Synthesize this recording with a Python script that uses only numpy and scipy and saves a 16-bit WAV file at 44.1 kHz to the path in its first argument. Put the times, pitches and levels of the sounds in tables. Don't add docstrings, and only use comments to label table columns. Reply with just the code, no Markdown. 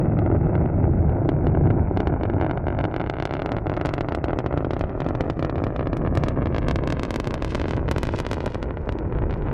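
import sys
import numpy as np
from scipy.fft import rfft, irfft, next_fast_len
from scipy.io import wavfile
from scipy.ndimage import map_coordinates

SR = 44100
rng = np.random.default_rng(int(sys.argv[2]) if len(sys.argv) > 2 else 0)


def pcm_store(signal):
    levels = np.round(np.clip(np.atleast_2d(signal), -1, 1) * 32767)
    wavfile.write(sys.argv[1], SR, levels.astype(np.int16).T)


N = 420273
TIME = np.arange(N) / SR

# time in seconds, roar level in dB, sizzle level in dB.
EXHAUST = [(0, -23, -94), (.35, -21, -83), (.62, -19.5, -88), (.75, -23.5, -93.5), (.95, -18.5, -99),
           (1.27, -25.5, -84.5), (1.6, -19.5, -93), (2.1, -25.5, -82), (2.76, -30, -82.5),
           (3.3, -40.5, -82), (3.63, -31, -83), (3.9, -39.5, -74), (4.2, -34, -79), (4.75, -34.5, -70),
           (4.92, -32, -73), (5.3, -32.5, -74), (5.8, -30.5, -75.5), (6.1, -25.5, -82), (6.25, -28, -64),
           (6.34, -27.5, -75), (6.5, -26.5, -73), (6.95, -27, -64.5), (7.15, -37, -66), (7.4, -33, -65),
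           (7.47, -30, -53.5), (7.6, -33, -57), (7.74, -27.5, -56), (7.79, -25.5, -71), (7.86, -27, -72),
           (7.93, -32, -55), (8.05, -30, -52.5), (8.19, -33, -49), (8.23, -34.5, -66), (8.28, -33.5, -53.5),
           (8.5, -37, -56.5), (8.66, -35, -72), (8.86, -34, -75.5), (9.2, -27, -76), (9.53, -27, -68)]
# time in seconds, lag of the first bounce in ms, frequency of
# a front's swing in Hz, its quality factor, gain of the bounce in dB, extra direct-path rounding in ms.
PATH = [(0, 1.48, 335, 2.6, -14, .1), (1.7, 1.343, 352, 2, -17.5, 0.19),
        (2.8, 1.36, 327, 1.04, -14.5, 0.041), (3.8, 1.452, 336, 0.81, -22, 0.088),
        (4.7, 1.505, 343, 0.97, -23, 0.29), (5.7, 1.695, 305, 0.94, -21, 0.22),
        (6.8, 1.857, 268, 1.25, -16, 0.027), (7.7, 1.95, 302, 0.73, -25, 0.051),
        (8.4, 2.07, 374, 0.84, -20, 0.036), (9.53, 2.1, 364, 0.73, -30, 0.073)]


def amp(db):
    return 10 ** (np.asarray(db) / 20)


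def unit(x):
    return x / np.sqrt(np.mean(x ** 2) + 1e-20)


def columns(rows, seconds):
    times, *values = np.transpose(rows)
    return [np.interp(seconds, times, column) for column in values]


def wobble(rate):
    return map_coordinates(rng.standard_normal(int(N * rate / SR) + 4), [TIME * rate])


def filtered(x, response):
    padded = next_fast_len(N + 8192)
    return irfft(rfft(x, padded) * response(np.fft.rfftfreq(padded, 1 / SR)), padded)[..., :N]


def noise(spectrum, density=1):
    points_hz, db = np.transpose(spectrum)
    grains = rng.standard_normal(N) * (rng.random(N) < density)
    return unit(filtered(grains, lambda hz: amp(np.interp(np.log(hz + 1), np.log(points_hz + 1), db))))


def follow_roar(seconds, base_db, db_per_db, db_per_s):
    roar_db, _ = columns(EXHAUST, seconds)
    return base_db + db_per_db * (roar_db + 27) + db_per_s * seconds


def bounced(x, bounce_db):
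    lag_ms = columns(PATH, TIME)[0]
    return x + amp(bounce_db) * np.interp(TIME - lag_ms / 1000, TIME, x)


def roar():
    # frequency in Hz, relative density in dB.
    roar_spectrum = [(45, -32.5), (78, 2.5), (110, 0), (160, -3.5), (205, -10.5), (260, -10), (340, -37),
                     (570, -120)]
    rumble_spectrum = [(10, -33), (20, -1), (45, 6), (75, 2.5), (120, -35.5), (200, -120)]
    roar_db, _ = columns(EXHAUST, TIME)
    rumble_db = follow_roar(TIME, base_db=-33, db_per_db=0.6, db_per_s=0.6) + 0.62 * wobble(4.7)
    surging = unit(amp(1.2 * wobble(11)) * noise(roar_spectrum))
    return amp(roar_db) * surging + amp(rumble_db) * noise(rumble_spectrum)


def rush():
    # frequency in Hz, relative density in dB.
    spectrum = [(88, -25.5), (150, 7), (210, -1.5), (270, 1), (330, 5.5), (450, -3), (680, -8.5),
                (953, -13), (1140, -19.5), (1340, -20), (2600, -35.5), (3370, -74.5), (4380, -76),
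                (7410, -120)]
    lumps = amp(1.5 * wobble(8.3) + 1.8 * wobble(60)) * noise(spectrum, density=0.008)
    even = amp(-3.5 + 1.2 * wobble(20)) * noise(spectrum)
    level_db = follow_roar(TIME, base_db=-30.5, db_per_db=0.44, db_per_s=-0.15)
    return amp(level_db) * unit(bounced(lumps + even, bounce_db=-10))


def sizzle():
    # frequency in Hz, relative density in dB.
    spectrum = [(1000, -120), (1500, 5), (2600, 8.5), (4000, 1.5), (5500, -2), (7500, -10.5), (9500, -16.5),
                (13000, -45), (16000, -120)]
    _, level_db = columns(EXHAUST, TIME)
    spurts = amp(3.5 * wobble(14) + 4 * wobble(90))
    return amp(level_db) * unit(bounced(spurts * noise(spectrum, density=0.016), bounce_db=-5.5))


def air_rounding(hz, rise_ms):
    width = np.pi ** 2 * hz * np.clip(rise_ms, 0.01, 2) / 2000 + 1e-9
    return np.exp(-width ** 2 / 8)


def resonance(hz, centre_hz, q):
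    return 1 / (centre_hz ** 2 - hz ** 2 + 1j * hz * centre_hz / q)


def shock_fronts(seconds, jump_db, rise_ms):
    span, lead = 2048, 128
    hz, t = np.fft.rfftfreq(span, 1 / SR), np.arange(span) / SR
    count = len(seconds)
    jump_db, rise_ms = jump_db[:, None], rise_ms[:, None]
    lag_ms, swing_hz, q, bounce_db, rounding_ms = columns(PATH, seconds[:, None])
    delay = lambda ms: np.exp(-2j * np.pi * hz * ms / 1000)
    lowpass = lambda corner_hz: 1 / (1 + 1j * hz / corner_hz)
    spread = lambda db: db * rng.standard_normal((count, 1))
    scatter = lambda envelope: rfft(rng.standard_normal((count, span)) * envelope)

    swing = 1j * hz * resonance(hz, swing_hz, q)
    tooth = amp(-18 + 3.2 * (jump_db + 8.5)) * air_rounding(hz, 0.68 * rise_ms)
    edge = air_rounding(hz, rise_ms) + tooth
    direct = edge * swing * air_rounding(hz, rounding_ms)
    direct_peak = irfft(direct).max(1, keepdims=True)
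    suction = -amp(-16.5) * 102 * resonance(hz, centre_hz=95.5, q=1.2)

    tick = amp(11) / (1200 + 1j * hz)
    first = amp(bounce_db + spread(db=1)) * delay(lag_ms) * (swing + tick) * lowpass(12000)
    extra_ms = lag_ms - 1.23
    second = amp(-2.5 - 5 * extra_ms) * delay(2.56 + 0.53 * extra_ms) * swing * lowpass(190)
    thump_shape = 130 * resonance(hz, centre_hz=129, q=0.98) * lowpass(550)
    thump = amp(-8.5) * delay(3.61 + 2.6 * extra_ms) * thump_shape
    far_echo = amp(-23.5 + spread(db=3)) * delay(8.5) * swing * (1 - lowpass(1500))

    burst = scatter(amp(-27 - 60 * t / 0.014)) * lowpass(11000)
    wash = scatter(amp(-31 - 60 * t / 0.035) + amp(-43 - 60 * t / 0.08)) * lowpass(4100) ** 2
    scattered = (burst + wash) * delay(0.613) * swing * (1 - lowpass(1400))

    arrivals = direct + edge * (suction + first + second + thump + far_echo + scattered)
    start = seconds[:, None] * SR
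    fine_timing = delay(1000 * (lead + start % 1) / SR)
    waves = irfft(arrivals * fine_timing) * amp(jump_db) / direct_peak
    index = start.astype(int) + np.arange(span)
    return np.bincount(index.ravel(), waves.ravel(), N + 2 * span)[lead:lead + N]


def crackle(small_count=2400):
    # arrival in seconds, pressure jump in dB, rise time in ms.
    distinct_fronts = [(0.1889, -11.5, 0.18), (0.262, -12.5, 0.28), (.315, -14, 0.31), (0.3252, -18.5, 1),
                       (0.3532, -13, 0.37), (0.5532, -12.5, 0.22), (.659, -14, 0.26), (.842, -12, 0.31),
                       (1.094, -18.5, 0.21), (1.2903, -5.5, 0.16), (1.3182, -13, 0.4), (1.469, -8.5, 0.19),
                       (1.55, -11.5, 0.27), (1.573, -9, 0.45), (1.6664, -16, 0.3), (1.6728, -10.5, 0.34),
                       (1.7034, -9, 0.31), (1.7077, -11.5, 0.2), (1.9116, -9.5, 0.51), (1.9725, -7.5, 0.16),
                       (2.0034, -7, 0.15), (2.0721, -8.5, 0.14), (2.1263, -14.5, 0.33),
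                       (2.1397, -13.5, 0.32), (2.2118, -14, 0.27), (2.2344, -9.5, .17), (2.254, -13, 0.23),
                       (2.299, -10, 0.25), (2.3652, -13.5, 0.47), (2.383, -15, 0.31), (2.413, -7.5, 0.21),
                       (2.4242, -10, .25), (2.4334, -13, .27), (2.446, -10, 0.26), (2.465, -10, 0.25),
                       (2.4964, -12.5, 0.25), (2.5115, -9, .19), (2.575, -11.5, 0.23), (2.6689, -9.5, 0.29),
                       (2.6835, -11, 0.21), (2.7035, -13.5, 0.27), (2.7255, -15, 0.27), (2.749, -16, 0.28),
                       (2.789, -10.5, .18), (2.8036, -14, 0.23), (2.8104, -12.5, 0.2), (2.841, -9, 0.19),
                       (2.8522, -9, 0.19), (2.8842, -16.5, 0.39), (2.914, -22, 0.22), (2.9419, -10.5, 0.21),
                       (2.9636, -9, 0.17), (2.9984, -15, 0.19), (3.0039, -11, 0.21), (3.0147, -11.5, 0.18),
                       (3.0408, -15, 0.22), (3.0632, -15, 0.2), (3.073, -15.5, 0.21), (3.0985, -7.5, 0.14),
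                       (3.1383, -15, .19), (3.1685, -15.5, 0.22), (3.1856, -14.5, 0.2), (3.201, -10.5, .15),
                       (3.2246, -9.5, 0.13), (3.254, -8, 0.084), (3.2741, -17, 0.17), (3.3096, -12.5, 0.16),
                       (3.338, -9.5, 0.12), (3.3525, -14.5, 0.17), (3.368, -14, .18), (3.3938, -15, 0.18),
                       (3.3986, -13.5, 0.19), (3.42, -10, 0.16), (3.4606, -9.5, .12), (3.492, -12.5, 0.21),
                       (3.5193, -8.5, .12), (3.537, -16, 0.32), (3.5474, -16, 0.3), (3.5671, -11, 0.17),
                       (3.585, -13.5, 0.21), (3.659, -13.5, 0.42), (3.6687, -10, 0.21), (3.6975, -9, 0.17),
                       (3.718, -11.5, .28), (3.7394, -17, 0.13), (3.7672, -17, 0.1), (3.7728, -12, 0.21),
                       (3.776, -12, 0.26), (3.799, -17, 0.24), (3.813, -8.5, 0.16), (3.8511, -7.5, 0.17),
                       (3.858, -7.5, 0.054), (3.8689, -14, 0.097), (3.8909, -10.5, 0.096),
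                       (3.9381, -8, 0.073), (3.91, -18, .28), (3.981, -10.5, 0.16), (3.988, -15, 0.26),
                       (4.0087, -7, 0.11), (4.046, -14.5, 0.3), (4.0866, -9.5, 0.12), (4.1223, -9.5, 0.13),
                       (4.1488, -8.5, 0.064), (4.175, -13.5, 0.42), (4.242, -7.5, 0.1), (4.2835, -12, 0.18),
                       (4.2956, -13, 0.23), (4.3066, -12, 0.2), (4.332, -8, 0.24), (4.388, -7.5, 0.089),
                       (4.4036, -14, 0.21), (4.443, -14.5, 0.31), (4.462, -7.5, 0.14), (4.51, -14, 0.27),
                       (4.5265, -11.5, 0.21), (4.5403, -9.5, 0.38), (4.575, -8, 0.13),
                       (4.6065, -13.5, 0.24), (4.6469, -9.5, 0.16), (4.669, -13, 0.56),
                       (4.7075, -9.5, 0.11), (4.734, -10.5, 0.11), (4.766, -11, 0.2), (4.793, -20.5, 0.048),
                       (4.81, -8, 0.12), (4.839, -12, 0.17), (4.894, -19, 0.15), (4.952, -16, 0.4),
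                       (4.977, -16, 0.37), (5.0032, -11, 0.11), (5.0187, -11, 0.19), (5.0641, -9, 0.19),
                       (5.0874, -15.5, 0.075), (5.1081, -10.5, 0.27), (5.151, -11, 0.13),
                       (5.2075, -7, 0.098), (5.2117, -17.5, 0.5), (5.2393, -16.5, 0.21),
                       (5.2993, -7.5, 0.1), (5.393, -14.5, 0.1), (5.426, -8.5, 0.12), (5.4477, -9, 0.12),
                       (5.4965, -11, 0.13), (5.5567, -14.5, 0.13), (5.5811, -14, 0.15),
                       (5.5914, -17.5, 0.25), (5.62, -12, 0.39), (5.639, -8.5, 0.11), (5.6674, -11, 0.17),
                       (5.7621, -12, 0.11), (5.7938, -10, 0.19), (5.8095, -11.5, 0.19), (5.8283, -16, 0.2),
                       (5.871, -11.5, 0.14), (5.931, -9.5, 0.14), (5.969, -16.5, 0.042),
                       (6.0189, -14.5, 0.27), (6.038, -14.5, 0.89), (6.0501, -11.5, .27), (6.063, -14, 0.2),
                       (6.0739, -10.5, 0.21), (6.1255, -14.5, 0.4), (6.152, -17.5, 0.029),
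                       (6.1733, -7, 0.072), (6.2367, -7, 0.08), (6.2842, -9, 0.068), (6.375, -13.5, 0.34),
                       (6.4199, -13, 0.24), (6.4265, -14.5, 0.22), (6.458, -11, 0.15), (6.471, -14, 0.16),
                       (6.5466, -10, 0.15), (6.564, -11.5, 0.12), (6.5829, -10.5, 0.096),
                       (6.6462, -17, 0.22), (6.6844, -7.5, 0.08), (6.697, -14, 0.14), (6.7112, -8, 0.09),
                       (6.7587, -10, 0.081), (6.7885, -12.5, 0.21), (6.8372, -14.5, 0.15),
                       (6.8748, -10, 0.082), (6.8887, -20, .18), (6.903, -11.5, 0.076),
                       (6.9243, -9.5, 0.072), (6.9692, -16.5, .19), (6.9955, -11, 0.1), (7.0334, -9, 0.063),
                       (7.0515, -14, 0.08), (7.1071, -9.5, 0.054), (7.142, -13, 0.064),
                       (7.1599, -8.5, .049), (7.2005, -8.5, 0.058), (7.2441, -16.5, 0.086),
                       (7.273, -9.5, 0.061), (7.3085, -13.5, .09), (7.3418, -10, 0.054),
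                       (7.4237, -9, 0.091), (7.447, -9.5, 0.055), (7.5221, -17.5, 0.14),
                       (7.5484, -8, 0.077), (7.5535, -8, 0.073), (7.5984, -13, 0.099), (7.616, -10.5, 0.1),
                       (7.6418, -13.5, .15), (7.6566, -12, 0.18), (7.683, -14.5, 0.084),
                       (7.7094, -9.5, 0.089), (7.735, -11, 0.16), (7.7728, -16, 0.19), (7.78, -12.5, 0.32),
                       (7.8813, -13.5, 0.16), (7.888, -10, 0.15), (7.9129, -4.5, 0.035), (7.9184, -15, .15),
                       (7.9629, -9, 0.16), (7.9826, -9.5, 0.043), (8.032, -7.5, 0.036), (8.0376, -15, 0.15),
                       (8.053, -17, 0.069), (8.0706, -15.5, 0.06), (8.0902, -10, 0.15),
                       (8.1384, -10.5, 0.25), (8.1467, -15, 0.34), (8.1886, -13, 0.053), (8.2015, -8, 0.05),
                       (8.2507, -16, 0.13), (8.266, -10, 0.087), (8.3139, -8, 0.066), (8.332, -9.5, 0.056),
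                       (8.3698, -15.5, 0.29), (8.382, -16.5, 0.43), (8.4055, -13.5, 0.11),
                       (8.4407, -15, 0.63), (8.461, -12.5, 0.05), (8.466, -11.5, 0.45), (8.4773, -15, 0.16),
                       (8.5459, -15.5, 0.072), (8.6284, -12.5, 0.089), (8.7081, -15, 0.21),
                       (8.7718, -16, 0.21), (8.8915, -9.5, 0.15), (8.924, -22, 0.06), (8.9876, -19.5, 0.1),
                       (9.125, -16.5, 0.21), (9.187, -16.5, 0.2), (9.222, -16, 0.23), (9.3092, -18, 0.11),
                       (9.3273, -19, 0.16), (9.34, -19, 0.12), (9.4226, -20.5, 0.18), (9.4856, -16.5, 0.22),
                       (9.514, -15, 0.24), (0.057, -17, 0.3), (0.219, -16, 0.37), (0.225, -25, 0.39),
                       (0.3014, -13, 0.37), (0.3251, -15.5, 0.46), (0.3483, -20.5, 0.48),
                       (0.3651, -25, 0.42), (0.4866, -17, 0.55), (0.5791, -15, 0.34), (0.6127, -17, 0.38),
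                       (0.8675, -16, 0.47), (0.874, -23, 0.45), (0.879, -15, 0.51), (1.0461, -15, 0.48),
                       (1.1319, -18.5, 0.5), (1.1661, -22, 0.42), (1.18, -22.5, 0.51), (1.187, -18, 0.54),
                       (1.2177, -19.5, 0.54), (1.2569, -11.5, 0.56), (1.2834, -19, 0.47),
                       (1.3112, -33, 0.31), (1.348, -27, 0.37), (1.495, -20.5, 0.22), (1.5394, -20.5, 0.32),
                       (1.6107, -15, 0.46), (1.6384, -19, 0.36), (1.657, -11, 0.47), (1.7401, -22, 0.37),
                       (1.7857, -13, 0.53), (2.0315, -16.5, 0.33), (2.0997, -16, 0.31), (2.1618, -17, 0.36),
                       (2.261, -25, 0.23), (2.3368, -19.5, 0.2), (2.3443, -16.5, 0.51), (2.4, -14, 0.27),
                       (2.4777, -24, 0.35), (2.5339, -19.5, 0.31), (2.769, -22, 0.27), (2.8721, -27, 0.45),
                       (2.8783, -23, 0.42), (2.9233, -18, 0.32), (2.9817, -19, 0.27), (3.1279, -22, 0.33),
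                       (3.143, -19, 0.23), (3.1571, -21, 0.24), (3.2337, -18, 0.24), (3.2943, -20, 0.18),
                       (3.3251, -15, 0.21), (3.3784, -25, 0.22), (3.4307, -21, 0.23), (3.4484, -16, 0.42),
                       (3.4726, -20, 0.27), (3.5758, -23, 0.22), (3.7292, -14, 0.35), (3.823, -22, 0.28),
                       (3.9672, -24, 0.22), (4.0365, -20, 0.34), (4.055, -20, 0.52), (4.112, -26, 0.35),
                       (4.1861, -18, 0.27), (4.258, -19, 0.27), (4.595, -19, 0.35), (4.6256, -16, 0.35),
                       (5.0446, -20, 0.11), (5.052, -26, 0.21), (5.096, -25, 0.13), (5.4604, -24, 0.23),
                       (5.468, -19, 0.24), (5.5262, -15, 0.34), (5.6018, -15, 0.26), (5.7047, -15, 0.25),
                       (5.8583, -17.5, 0.2), (6.1105, -23, 0.28), (6.2638, -18, 0.16), (6.2699, -17, 0.24),
                       (6.3203, -23, 0.21), (6.3879, -12, 0.35), (6.4113, -18, 0.28), (6.5257, -17.5, 0.24),
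                       (6.593, -19, 0.45), (6.6205, -19, 0.19), (6.629, -18, 0.19), (6.6692, -13.5, 0.27),
                       (7.255, -22, 0.087), (7.2814, -23, 0.16), (7.3208, -21, 0.19), (7.3545, -21, 0.13),
                       (7.3787, -20, 0.15), (7.475, -25, 0.19), (7.5787, -17, 0.27), (7.6925, -25, 0.21),
                       (7.7668, -21, 0.066), (7.794, -16.5, 0.24), (7.829, -14.5, 0.54),
                       (8.3429, -19, 0.06), (8.5213, -24, 0.1), (8.5555, -13, 0.35), (8.6407, -22, 0.34),
                       (8.6457, -23, 0.39), (8.872, -19, 0.42), (8.8765, -20, 0.31), (8.9696, -29, 0.28),
                       (9.0274, -30, 0.27), (9.1507, -21.5, 0.22), (9.1723, -24, 0.21), (9.228, -23, 0.24),
                       (9.2386, -22.5, 0.26), (9.2977, -18, 0.22), (9.316, -24, 0.17),
                       (9.4722, -18.5, 0.27)]
    when, weakness, roundness = rng.random((small_count, 3)).T
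    seconds = when * N / SR
    bunching_db = 2.5 * wobble(12)[(when * N).astype(int)]
    excess_db = bunching_db - 2.5 * (1 + np.log(np.clip(weakness, 0.12, 1)))
    jump_db = follow_roar(seconds, base_db=-27, db_per_db=0.089, db_per_s=-0.4) + excess_db
    _, sizzle_db = columns(EXHAUST, seconds)
    rise_ms = 0.21 * amp(1.5 * roundness - 0.39 * (sizzle_db + 70) - 0.072 * excess_db)
    return shock_fronts(*np.transpose(distinct_fronts)) + shock_fronts(seconds, jump_db, rise_ms)


def scene():
    return (roar() + rush() + sizzle() + crackle())[None]


def record(dry):
    low_hz, top_hz, ceiling = 15, 15870, 0.37
    passed = filtered(dry, lambda hz: 1j * hz / (low_hz + 1j * hz))
    saturated = passed / (1 + np.abs(passed / ceiling) ** 4) ** (1 / 4)
    hiss = amp(-102) * rng.standard_normal(dry.shape)
    return filtered(saturated + hiss, lambda hz: hz < top_hz)


dry = scene()
out = record(dry)
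pcm_store(out)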